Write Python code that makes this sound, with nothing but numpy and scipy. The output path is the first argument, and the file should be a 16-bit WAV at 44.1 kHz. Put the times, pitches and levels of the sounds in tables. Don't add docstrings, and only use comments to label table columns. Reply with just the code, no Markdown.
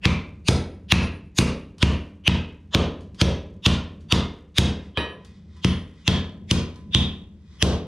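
import sys
import numpy as np
from scipy import signal
from scipy.fft import rfft, irfft, next_fast_len
from scipy.io import wavfile
from scipy.ndimage import uniform_filter1d, map_coordinates

SR = 44100
rng = np.random.default_rng(int(sys.argv[2]) if len(sys.argv) > 2 else 0)


def digitize_waveform(pressure):
    field = np.atleast_2d(pressure).T
    bounded = np.clip(field, -1, 1)
    quanta = np.round(bounded * 32767).astype(np.int16)
    wavfile.write(sys.argv[1], SR, quanta)


def convert_level_to_amplitude(level_db):
    exponent = np.asarray(level_db, float) / 20
    return 10 ** exponent


N = 347058

# start_s, force_db, clank_db (over the crack's pulse),
# tilt_db (brightness per octave above 3 kHz), hammer_db (ring of the hammer head)
BLOWS = [(0.0549, -.5, 4.5, -5, -62), (0.485, 1.5, -7.5, 3, -46.5), (0.922, 6, 4, -2, -40.5),
         (1.3869, 4, 0, 4, -51), (1.8279, 0.5, 3.5, -2, -51), (2.2783, -1, 8.5, -5, -60.5),
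         (2.7483, 0, -13, -5.5, -62), (3.2147, 2, -8.5, 0, -59), (3.663, 2, 1, -1, -59),
         (4.124, 2, 3, -1, -60.5), (4.5834, 4.5, 2, 2, -61.5), (5.6464, -3, 4.5, -2, -50.5),
         (6.0786, 2, 2, -2.5, -59.5), (6.512, -1, -2, 2, -67), (6.9483, -1, 13, -.5, -54.5),
         (7.6258, 3.5, -10.5, 1.5, -55.5)]
# pitch_hz, relative level_db, t60_s
BLOCK_MODES = [(1008, -6, .6), (1157, -10, .3), (1265, -6, .22), (1518, -14, .25), (1712, -4, .35),
               (1895, -4, .42), (2089, -20, .3), (2305, -14, .25), (2482, 1, .32), (3031, 2, .36),
               (3150, 1, .32), (3655, -4, .22), (3876, -1, .27), (4360, -18, .2), (4581, -15, .22),
               (5001, -20, .2), (5728, -23, .36), (8043, -27, .3)]
# time_s, side_db, pre_echo_db
WIDTH = [(4.3, -27, -6), (4.9, -4.5, -13.5), (6.9, 4.5, -13)]


def unit(x):
    return x / np.sqrt(np.mean(x ** 2) + 1e-20)


def along(points, hz):
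    f, value = np.transpose(points)
    return np.interp(np.log(hz + 1), np.log(f + 1), value)


def coloured(x, points):
    n = x.shape[-1]
    size = next_fast_len(n + 8192)
    gain = convert_level_to_amplitude(along(points, np.fft.rfftfreq(size, 1 / SR)))
    return irfft(rfft(x, size) * gain, size)[..., :n]


def causal(points, size):
    gain = convert_level_to_amplitude(along(points, np.fft.rfftfreq(size, 1 / SR)))
    cepstrum = irfft(np.log(gain + 1e-6))
    cepstrum[1:size // 2] *= 2
    cepstrum[size // 2 + 1:] = 0
    return irfft(np.exp(rfft(cepstrum)))


def ringing(modes, t, spread_db, way=1, beat=0):
    hz, db, t60 = np.transpose(modes)[:, :, None]
    db = db + spread_db * rng.standard_normal((2, len(hz), 1))
    phase = np.array([[[0]], [[1]]]) * rng.uniform(0, 2 * np.pi, hz.shape)
    beat_cycles = rng.uniform(4.5, 24, db.shape) * t + rng.random(db.shape)
    throb = 1 + beat * np.sin(2 * np.pi * beat_cycles)
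    decay = convert_level_to_amplitude(db - 60 * t / t60)
    first_swing = np.reshape(way, (-1, 1))
    return (first_swing * throb * decay * np.sin(2 * np.pi * hz * t + phase)).sum(1)


def softened(modes, soft_db):
    lowest_hz = modes[0][0]
    return [(f, level - soft_db * np.log2(f / lowest_hz), t60) for f, level, t60 in modes]


def scatter(x, t60):
    t = np.arange(SR // 20) / SR
    burst = rng.standard_normal((2, len(t))) * convert_level_to_amplitude(-60 * t / t60)
    return signal.fftconvolve(x[None], burst / np.linalg.norm(burst[0]), axes=1)


def walls(x, gap):
    # pitch_hz, t60_s
    wall_decay = [(300, 0.66), (900, 0.47), (2500, 0.45), (6000, 0.33), (12000, 0.21)]
    # pitch_hz, relative level_db
    wall_colour = [(250, -0.5), (1000, 4.5), (3000, -4), (6000, -2.5), (12000, 1)]
    n = np.shape(x)[-1]
    hz, t, bins = signal.stft(rng.standard_normal((2, n)), SR, nperseg=256)
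    fade = convert_level_to_amplitude(-60 * t / along(wall_decay, hz)[:, None])
    tail = signal.istft(bins * fade, SR, nperseg=256)[1][:, :n]
    bands = np.arange(600, 12000, 90.1)
    ripple = np.transpose([bands, 2.8 * rng.standard_normal(len(bands))])
    tail = coloured(coloured(tail, wall_colour), [(500, 0), *ripple])
    tail = tail * (1 - np.exp(-(np.arange(n) / SR / gap) ** 2))
    return signal.fftconvolve(x[None], tail / np.linalg.norm(tail[0]), axes=1)[:, :n]


def add(track, s, x):
    track[:, round(s * SR):][:, :x.shape[-1]] += x


def rumble():
    # pitch_hz, relative level_db (per Hz)
    drone_colour = [(15, -51), (25, -22.5), (76, 5.5), (96, 2), (119, -9), (140, -12.5), (160, 2),
                    (181, -3), (195, 2), (227, -7), (248, -21.5), (340, -16.5), (900, -44.5), (1170, -63),
                    (1980, -120)]
    # pitch_hz, relative level_db (per Hz)
    hiss_colour = [(300, -20), (600, 0), (3000, -8), (8000, -22), (14000, -38)]
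    rate = 6
    waver = map_coordinates(rng.standard_normal(int(N * rate / SR) + 4), [np.arange(N) * rate / SR])
    drone = unit(coloured(rng.standard_normal((2, N)), drone_colour))
    hiss = unit(coloured(rng.standard_normal((2, N)), hiss_colour))
    return convert_level_to_amplitude(-45.5 + 4.2 * waver) * drone + convert_level_to_amplitude(-74) * hiss


def flakes():
    # pitch_hz, relative level_db (per Hz)
    flake_colour = [(1500, -44), (3000, -5), (6000, 0.5), (10000, -9), (15000, -21.5)]
    since = np.arange(N) / SR - np.transpose(BLOWS)[0][:, None]
    shower = (convert_level_to_amplitude(-60 * np.abs(since) / 0.99) * (since > 0)).sum(0)
    falls = rng.random((2, N)) < 900 / SR
    size = convert_level_to_amplitude(2 * rng.exponential(size=(2, N))) * rng.standard_normal((2, N))
    return convert_level_to_amplitude(-62.5) * shower * unit(coloured(falls * size, flake_colour))


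def crack(t, clank_hz, clank_db, tilt_db):
    # pitch_hz, relative level_db (per Hz)
    pulse_colour = [(200, -28), (600, -13), (790, -17.5), (1010, -10.5), (1350, -13.5), (2000, -12.5),
                    (3250, -4), (4660, -10), (6300, -14), (7700, -23), (9500, -24), (12000, -40),
                    (14500, -53.5), (17000, -63)]
    tilted = [(f, db + tilt_db * max(np.log2(f / 3000), 0)) for f, db in pulse_colour]
    pulse = np.pad(causal(tilted, size=1024), (0, len(t) - 1024))
    clank_shape = convert_level_to_amplitude(-60 * t / 0.0036) * (1 - np.exp(-t / 0.00073))
    clank = np.sin(2 * np.pi * clank_hz * t) * clank_shape
    both = pulse / np.abs(pulse).max() + convert_level_to_amplitude(clank_db) * clank
    return both / np.abs(both).max()


def bar_ticks():
    # start_s, tap_db (crack peak), ring_db
    ticks = [(1.7824, -29.5, -57), (3.0074, -39, -65), (3.1457, -36.5, -65), (4.007, -42.5, -70),
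             (5.248, -32, -60), (5.5667, -43.5, -54), (6.7585, -38.5, -45.5)]
    out, t = np.zeros((2, N + SR)), np.arange(int(.3 * SR)) / SR
    for s, tap_db, ring_db in ticks:
        tap = convert_level_to_amplitude(tap_db) * crack(t, clank_hz=4630, clank_db=-11.5, tilt_db=4.0)
        add(out, s, scatter(tap, t60=0.033)[:, :len(t)])
        add(out, s, convert_level_to_amplitude(2.5) * walls(tap, gap=0.0045))
        add(out, s, convert_level_to_amplitude(ring_db) * ringing(softened(BLOCK_MODES, soft_db=19.5), t, spread_db=2.0))
    return out[:, :N]


def bar_scrapes():
    # full_s (full strength reached), held_s, level_db
    scrapes = [(4.84, .02, -60.5), (5.29, 0.084, -65), (5.57, .03, -61), (6.0, .03, -61.5),
               (6.79, .02, -69.5), (6.9, .01, -75.5), (7.54, .04, -60.5)]
    # pitch_hz, relative level_db (per Hz)
    scrape_colour = [(410, -50.5), (700, -25.5), (988, -4), (1820, -10.5), (1930, 1.5), (2690, -21),
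                     (3470, -2), (4250, -11.5), (5020, -9), (10000, -30), (13000, -76.5), (22000, -120)]
    rise, fall = 120, 190
    t, now = np.arange(int(.3 * SR)) / SR, np.arange(N) / SR
    rough = rng.standard_normal((2, N)) * convert_level_to_amplitude(4.1 * rng.standard_normal(N))
    grit = coloured(rough, scrape_colour)
    block_ring = ringing(BLOCK_MODES, t, spread_db=1.5)
    singing = signal.fftconvolve(rng.standard_normal((2, N)), block_ring, axes=1)[:, :N]
    rub = unit(unit(grit) + .35 * unit(singing))
    s, held, db = np.transpose(scrapes)[:, :, None]
    drag_db = db - rise * np.maximum(s - now, 0) - fall * np.maximum(now - s - held, 0)
    return convert_level_to_amplitude(drag_db).sum(0) * rub


def strike(s, force_db, clank_hz, clank_db, tilt_db, boom_db, thump_db, block_db, hammer_db, block):
    # pitch_hz, relative level_db, t60_s
    boom_modes = [(70.9, -6, 0.38), (87.22, -11, 0.49), (122.1, -19, 0.41), (130.95, -7.5, 0.32),
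                  (162.9, -15.5, 0.49), (181.8, -6, 0.29), (201.6, -17.5, 0.55), (205.9, -26, 0.63),
                  (237, -14, 0.47), (252, -32.5, 0.8), (267, -31, 0.17), (266, -27.5, 0.67),
                  (294.3, -29.5, 0.84), (316, -33, 0.51), (321, -10.5, 0.07), (367, -33, 0.61),
                  (343.4, -21.5, 0.36), (380, -24.5, 0.12), (435, -36, 0.47), (441, -28, 0.23),
                  (473, -32.5, 0.32)]
    boom_way = [1, 1, -1, -1, -1, -1, 1, -1, -1, -1, -1, -1, -1, -1, -1, 1, 1, 1, 1, 1, 1]
    # pitch_hz, relative level_db, t60_s
    sway_modes = [(43, -23.5, 0.56)]
    # pitch_hz, relative level_db, t60_s
    hammer_modes = [(9405, 0, .45), (14595, -24, .35)]
    # pitch_hz, relative level_db (per Hz)
    thump_colour = [(100, -33.5), (250, -3.5), (450, 3), (620, -5.5), (800, -11.5), (1100, -19.5),
                    (2500, -47)]
    out, t, early = np.zeros((2, SR)), np.arange(int(.7 * SR)) / SR, .1

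    hit = convert_level_to_amplitude(force_db) * crack(t, clank_hz, clank_db, tilt_db)
    add(out, early, hit * [[1], [0]])
    add(out, early, convert_level_to_amplitude(-1.5) * scatter(hit, t60=0.018)[:, :len(t)])
    add(out, early, convert_level_to_amplitude(2.5) * walls(hit, gap=0.0036))

    thump = np.pad(causal(thump_colour, size=4096), (0, len(t) - 4096))
    add(out, early, convert_level_to_amplitude(thump_db) * walls(thump / np.linalg.norm(thump), gap=0.00061))

    rings = convert_level_to_amplitude(block_db) * ringing(block, t, spread_db=2, beat=.4)
    rings = rings + convert_level_to_amplitude(hammer_db) * ringing(hammer_modes, t, spread_db=1.5, beat=.45)
    add(out, early, rings + convert_level_to_amplitude(-6.5) * walls(rings[0], gap=.005))

    boom = ringing(boom_modes, t, spread_db=2.0, way=boom_way)
    sway = ringing(sway_modes, t, spread_db=1.0)
    add(out, early + .0035, convert_level_to_amplitude(boom_db) * (boom + sway))

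    pre_echo = scatter(hit[:400], t60=0.051)[:, SR // 25::-1]
    uneven = [(f, rng.normal(0, 6)) for f in range(500, 16000, 450)]
    pre_echo = coloured(pre_echo, uneven)
    when, _, pre_echo_db = np.transpose(WIDTH)
    add(out, early - pre_echo.shape[1] / SR, convert_level_to_amplitude(np.interp(s, when, pre_echo_db)) * pre_echo)
    return out


def blows():
    # time_s, pitch_hz
    clank_pitch = [(0, 2610), (2.3, 3030), (4.6, 3700), (5.6, 3130), (6.1, 3490)]
    out = np.zeros((2, N + 2 * SR))
    iron_block = softened(BLOCK_MODES, soft_db=5)
    for s, force_db, clank_db, tilt_db, hammer_db in BLOWS:
        clank_hz = np.interp(s, *np.transpose(clank_pitch))
        boom_db = -5 + 0.38 * force_db
        thump_db = 2 + 0.87 * force_db - 0.44 * clank_db
        add(out, s, strike(s, force_db, clank_hz, clank_db, tilt_db, boom_db, thump_db,
                           block_db=-41.5, hammer_db=hammer_db, block=iron_block))
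    rest_s = 4.9736
    add(out, rest_s, strike(rest_s, force_db=-11.5, clank_hz=2720, clank_db=-7.5, tilt_db=-24, boom_db=-20,
                            thump_db=-1, block_db=-34, hammer_db=-58.5, block=softened(BLOCK_MODES, soft_db=-2)))
    return out[:, SR // 10:][:, :N]


def scene():
    # pitch_hz, level_db (before the WIDTH gain)
    side_colour = [(60, -27), (400, -24.5), (1300, -14), (2400, -11.5), (8000, -5.5), (15000, 0)]
    mid, unlike = rumble() + flakes() + bar_ticks() + bar_scrapes() + blows()
    side = coloured(unlike, side_colour) - .45 * np.gradient(mid) + .025 * mid
    when, side_db, _ = np.transpose(WIDTH)
    side = side * convert_level_to_amplitude(np.interp(np.arange(N) / SR, when, side_db))
    return np.array([mid + side, mid - side])


def roll_off(x):
    return signal.sosfilt(signal.butter(12, 16400, fs=SR, output="sos"), x)


def record(dry):
    dry = signal.sosfilt(signal.butter(2, 24, "high", fs=SR, output="sos"), dry)
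    envelope = np.abs(uniform_filter1d(np.abs(dry).max(0), 20))
    over_db = 20 * np.log10(envelope + 1e-9) + 10.5
    ramp_db = 110 * np.arange(N) / SR
    duck_db = np.maximum(np.maximum.accumulate(over_db + ramp_db) - ramp_db, 0)
    duck_db = np.pad(uniform_filter1d(duck_db, 60), (80, 0))[:N]
    x = dry * convert_level_to_amplitude(-duck_db)
    x = x / (1 + np.abs(x) ** 6) ** (1 / 6)
    x = coloured(x, [(13000, 0), (15800, -6), (16300, -60)])
    return roll_off(x)


dry = scene()
out = record(dry)
digitize_waveform(out)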